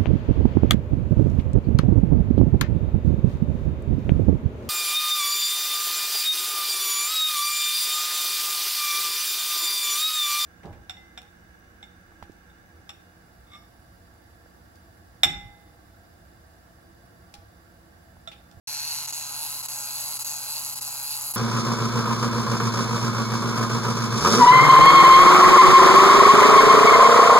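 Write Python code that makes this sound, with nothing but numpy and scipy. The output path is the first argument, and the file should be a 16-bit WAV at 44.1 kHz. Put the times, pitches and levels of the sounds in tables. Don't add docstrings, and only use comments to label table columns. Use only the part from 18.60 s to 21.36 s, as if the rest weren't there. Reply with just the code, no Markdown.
import sys
import numpy as np
from scipy import signal
from scipy.fft import rfft, irfft, next_fast_len
from scipy.io import wavfile

SR = 44100
rng = np.random.default_rng(int(sys.argv[2]) if len(sys.argv) > 2 else 0)


def master(y):
    cut = np.clip(np.atleast_2d(y).T, -1, 1)
    pcm = np.round(cut * 32767)
    wavfile.write(sys.argv[1], SR, pcm.astype(np.int16))


N = 121716

# (time [s], speed [teeth/s])
ESCAPEMENT_SPEED = [(0.08, 149), (0.14, 149), (0.17, 141), (0.22, 151), (0.3, 160), (0.34, 147),
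                    (0.395, 159), (0.429, 146), (0.584, 155), (0.649, 142), (0.724, 143), (0.849, 155),
                    (0.893, 139), (0.943, 157), (0.983, 143), (1.043, 151), (1.143, 148), (1.228, 140),
                    (1.253, 146), (1.273, 137), (1.402, 157), (1.457, 147), (1.522, 153), (1.547, 140),
                    (1.637, 157), (1.682, 146), (1.702, 153), (1.771, 140), (1.796, 150), (1.841, 138),
                    (1.901, 152), (1.976, 153), (2.016, 138), (2.076, 157), (2.106, 134), (2.151, 153),
                    (2.195, 138), (2.265, 145), (2.35, 136), (2.385, 140), (2.41, 135), (2.555, 151),
                    (2.59, 133), (2.659, 150), (2.689, 136), (2.739, 140)]
# (release time [s], depth [dB], length of slowing [s], snap of the catch [dB])
GEAR_STALLS = [(.473, 16, .015, -9), (.525, 16, .018, 1), (1.027, 10, .016, -10), (1.085, 16, .026, -3),
               (1.590, 15, .018, -6), (1.646, 18, .02, -1), (2.154, 11, .018, -6), (2.2099, 23, .017, -1),
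               (2.738, 19, .018, 1)]
# (time [s], level [dB])
KNOCK_LEVEL = [(0.08, -1.8), (1.0, 1), (2.75, .5)]
# (time [s], level [dB])
RASP_LEVEL = [(0.08, 2.5), (0.41, 3.4), (0.68, -1.5), (1.52, -1), (2.36, -2.9), (2.39, 0.7), (2.75, -4)]
# (time [s], level [dB])
CLATTER_LEVEL = [(0.08, -.5), (0.32, 1.8), (0.71, -1.5), (0.86, 2.5), (0.89, -0.1), (1.19, -2.5), (1.37, 1),
                 (1.61, -1.5), (1.85, -1.7), (1.97, 2.5), (2.0, -0.7), (2.42, -2.4), (2.54, 3),
                 (2.61, -2.5)]
# (time [s], level [dB])
BUZZ_LEVEL = [(0.08, -0.9), (0.38, 1.5), (0.44, -1.8), (0.47, 3), (0.74, -2.5), (1.25, 1.3), (1.28, -4.5),
              (1.4, 0.5), (1.46, -1.55), (1.701, 2.8), (1.85, -2.5), (1.97, 1), (2.21, 0.5), (2.45, -1.5),
              (2.54, 1), (2.75, -1.9)]
# (time [s], level [dB])
TICK_LEVEL = [(0.08, -3.4), (0.17, -6), (0.319, -1.5), (0.5, -4), (0.59, -1.4), (0.65, -6), (0.829, 1),
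              (1.28, -1.8), (1.4, 1), (1.7, 0.7), (1.76, -2.5), (1.94, 0.5), (2.39, -0.5), (2.45, 2.5),
              (2.6, 1.3), (2.72, 4.5)]
# (frequency [Hz], relative density [dB per Hz])
BODY_COLOUR = [(250, -27.5), (490, -30.5), (750, -16.5), (1000, -12.5), (1400, -12), (1700, -19.5),
               (2200, -18.5), (3050, -19.5), (3600, -16), (4400, -1), (5200, -14), (5900, -5), (8600, -10),
               (10500, -2.5), (12500, -7.5), (15700, -14)]
# (frequency [Hz], width [Hz], lift [dB])
BODY_RESONANCES = [(617, 76, 7.5), (828, 47, 6), (875, 84, 6), (2700, 310, 7.3), (4064, 110, 5.5),
                   (4450, 107, 4.5), (4795, 64, 6), (6635, 130, 6.5), (7740, 250, 3.5), (11370, 350, 4)]
# (frequency [Hz], width [Hz], lift as (time [s], level [dB]))
TURNING_RINGS = [(2850, 180, [(.6, 4), (1.2, 0)]), (4300, 220, [(.32, 5), (.55, -1.5)]),
                 (4750, 220, [(.8, -5), (1.4, 1)]), (5900, 300, [(.33, 5), (.55, -3), (1.1, -6)]),
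                 (6600, 200, [(.35, -4), (.55, 3), (.9, -2), (1.15, 2), (1.8, 3), (2.2, -6)]),
                 (7050, 220, [(1.9, -2), (2.3, 4)]), (7780, 220, [(.5, -5), (1.2, 3), (2.4, -1)])]
# (frequency [Hz], lead of the left port [rad])
PORT_LEAD = [(300, 0), (1500, .1), (1950, 1.5), (2650, .05), (3300, 1.6), (4000, 1.9), (4500, 2.8),
             (4900, 1.4), (5400, 1.5), (5950, 1.9), (6600, 1.1), (7400, .05), (8000, -1.1), (8500, -3.05),
             (9500, -3.2), (9750, -4.1), (11300, -6.28), (12400, -7.4), (13000, -8.1), (13300, -9.35),
             (14450, -9.5), (14700, -10.6), (15400, -12.3)]
# (frequency [Hz], level [dB])
WASH_LEVEL = [(300, -11), (900, -13.5), (2000, -7), (2700, -10), (3500, -6.5), (4500, -10.5),
              (5400, -6.5), (6500, -8), (7800, -13), (8600, -38), (9450, -39), (10200, -19),
              (11300, -24), (12600, -12), (13400, -34), (14400, -28), (15500, -24)]
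# (multiple of the tooth rate, level before wavering and stalls [dB])
GEAR_TONE_LEVELS = [(4, -64.5), (5, -61), (6, -54), (7, -62.5), (9, -65)]
# (frequency [Hz], relative density [dB per Hz])
RUMBLE_COLOUR = [(24, -42), (40, -16), (65, -3), (85, -2), (150, -2), (220, -9.5), (450, -10), (1000, -17),
                 (4000, -39)]
# (frequency [Hz], level midway between the ports [dB])
MAINS_HUM = [(120, -59.5), (238, -70)]

TOY_DB = -31.5
RETURN_SHARE = .43
JITTER_S, STRIKE_SPREAD_DB = .00009, 1.04
CATCH_S = .00067
BLOW_LIMIT = 3.76
ECHO_S, ECHO_SWAY_S, ECHO_DB = .0011, .00012, -13.5
STEP_S = .563
WASH_T60_S = .12
GEAR_WAVER_DB, GEAR_WAVER_PER_S, GEAR_SLOP_RAD = 2.5, 45, .3
RUMBLE_DB, RUMBLE_SIDE_DB = -60.5, -7.5
START_S, CUTOFF_HZ = .073, 15780

T = np.arange(N) / SR
SIZE = next_fast_len(N + SR // 2)
HZ = np.arange(SIZE // 2 + 1) * SR / SIZE + 1e-6


def from_db(db):
    return 10 ** (np.asarray(db) / 20)


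def rms_one(x):
    return x / np.sqrt(np.mean(x ** 2) + 1e-20)


def in_time(rows, s):
    return np.interp(s, *np.transpose(rows))


def over_hz(rows):
    hz, value = np.transpose(rows)
    return np.interp(np.log(HZ), np.log(hz), value)


def teeth():
    return np.cumsum(in_time(ESCAPEMENT_SPEED, T)) / SR


def strikes():
    k = np.arange(900)
    pallet = k % 2
    chance = rng.standard_normal((len(k), 2))
    s = np.interp(k // 2 + RETURN_SHARE * pallet, teeth(), T, right=2 * T[-1])
    s = s + JITTER_S * chance[:, 0]
    db = STRIKE_SPREAD_DB * chance[:, 1] + stall_db(s)
    snaps = [(release, snap_db, 0) for release, _, _, snap_db in GEAR_STALLS]
    rows = np.vstack([np.column_stack([s, db, pallet]), snaps])
    return rows[(rows[:, 0] > 0) & (rows[:, 0] < T[-1])].T


def even_ring(decay):
    ring = rng.standard_normal(len(decay))
    for _ in range(8):
        spectrum = rfft(np.sign(ring) * decay)
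        ring = irfft(np.exp(1j * np.angle(spectrum)))
    return ring


def register(blows, level, lag_s, ring_s, return_db, spread_db, loose, rub_db):
    s, db, pallet = blows
    blow_db = db + return_db * pallet + spread_db * rng.standard_normal(N)[:len(s)]
    clicks = np.zeros(N)
    clicks[np.clip(((s + lag_s) * SR).astype(int), 0, N - 1)] = from_db(blow_db)
    age = T[:2048]
    decay = np.exp(-age / ring_s) * (1 - np.exp(-6 * age / ring_s))
    firm = rms_one(signal.fftconvolve(clicks, even_ring(decay))[:N])
    rattle_power = abs(signal.fftconvolve(clicks ** 2, decay ** 2)[:N])
    rattle = rms_one(np.sqrt(rattle_power) * rng.standard_normal(N))
    rub = from_db(rub_db + stall_db(T)) * rng.standard_normal(N)
    contact = rms_one(np.sqrt(1 - loose) * firm + np.sqrt(loose) * rattle + rub)
    limited = rms_one(np.tanh(contact / BLOW_LIMIT))
    direct = limited * from_db(in_time(level, T))
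    return rfft(np.vstack([with_table_echo(direct), stereo_wash(direct)]), SIZE)


def body():
    response = from_db(over_hz(BODY_COLOUR)) + 0j
    for hz, width, db in BODY_RESONANCES:
        response = response * (1 + (from_db(db) - 1) / (1 + 2j * (HZ - hz) / width))
    return response / np.sqrt(np.mean(abs(response) ** 2))


def toy():
    blows = strikes()
    registers = [
        register(blows, KNOCK_LEVEL, lag_s=.0002, ring_s=.0016, return_db=-2, spread_db=1,
                 loose=.25, rub_db=-11),
        register(blows, RASP_LEVEL, lag_s=.00023, ring_s=.0012, return_db=-6.5, spread_db=.5,
                 loose=.3, rub_db=-20.5),
        register(blows, CLATTER_LEVEL, lag_s=.0003, ring_s=.0019, return_db=-8, spread_db=1.01,
                 loose=.35, rub_db=-9),
        register(blows, BUZZ_LEVEL, lag_s=.0001, ring_s=.00145, return_db=-4, spread_db=1.4,
                 loose=.34, rub_db=-11),
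        register(blows, TICK_LEVEL, lag_s=0, ring_s=.00075, return_db=-.6, spread_db=2,
                 loose=.6, rub_db=-8)]
    crossovers = [1 / (1 + (HZ / hz) ** 16) for hz in (1550, 2450, 5300, 8800)]
    below = [0 * HZ] + crossovers + [1 + 0 * HZ]
    bands = [np.sqrt(abs(hi - lo)) for lo, hi in zip(below, below[1:])]
    return from_db(TOY_DB) * body() * sum(r * band for r, band in zip(registers, bands))


def with_table_echo(x):
    lag = ECHO_S + ECHO_SWAY_S * np.sin(2 * np.pi * T / STEP_S)
    echo = from_db(ECHO_DB) * np.interp(T - lag, T, x, left=0)
    return (x + echo) / np.hypot(1, from_db(ECHO_DB))


def stereo_wash(x):
    r = from_db(-120 / (WASH_T60_S * SR))
    power = signal.lfilter([1 - r], [1, -r], x ** 2)
    return np.sqrt(power) * rng.standard_normal((2, N))


def shifting_rings(x):
    spectrum = rfft(x, SIZE)
    for hz, width, level in TURNING_RINGS:
        band = irfft(spectrum / (1 + 2j * (HZ - hz) / width), SIZE)[:, :N]
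        x = x + (from_db(in_time(level, T)) - 1) * band
    return x


def gear_hum():
    turn = 2 * np.pi * teeth()

    def waver():
        return np.interp(T * GEAR_WAVER_PER_S, np.arange(N), rng.standard_normal(N))

    tones = 0
    for multiple, db in GEAR_TONE_LEVELS:
        gain = from_db(db + GEAR_WAVER_DB * waver())
        phase = multiple * turn + 2 * np.pi * rng.random() + GEAR_SLOP_RAD * waver()
        tones = tones + gain * np.sin(phase)
    return np.sqrt(2) * from_db(stall_db(T)) * tones


def room_rumble():
    noise = rfft(rng.standard_normal((2, SIZE)))
    mid, side = irfft(noise * from_db(over_hz(RUMBLE_COLOUR)), SIZE)[:, :N]
    return from_db(RUMBLE_DB) * rms_one(mid + from_db(RUMBLE_SIDE_DB) * side * np.array([[1], [-1]]))


def mains_hum():
    hum = sum(np.sqrt(2) * from_db(db) * np.sin(2 * np.pi * (hz * T + rng.random()))
              for hz, db in MAINS_HUM)
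    return hum * from_db([[-.6], [.6]])


def stall_db(s):
    total = 0
    for release, depth, length, _ in GEAR_STALLS:
        corners = [release - length, release - length / 3, release - min(CATCH_S, length / 4), release]
        total = total + np.interp(s, corners, [0, -depth, -depth, 0])
    return total


def scene():
    ports = np.exp(.5j * over_hz(PORT_LEAD) * np.array([[1], [-1]]))
    paths = toy()
    direct = paths[0] * ports
    wash = paths[1:] * from_db(over_hz(WASH_LEVEL))
    clicks = irfft(direct + wash, SIZE)[:, :N]
    return shifting_rings(clicks) + gear_hum() + room_rumble() + mains_hum()


def record(dry):
    low_pass = signal.ellip(12, .1, 80, CUTOFF_HZ, fs=SR, output="sos")
    return signal.sosfilt(low_pass, dry * (T > START_S))


dry = scene()
out = record(dry)
master(out)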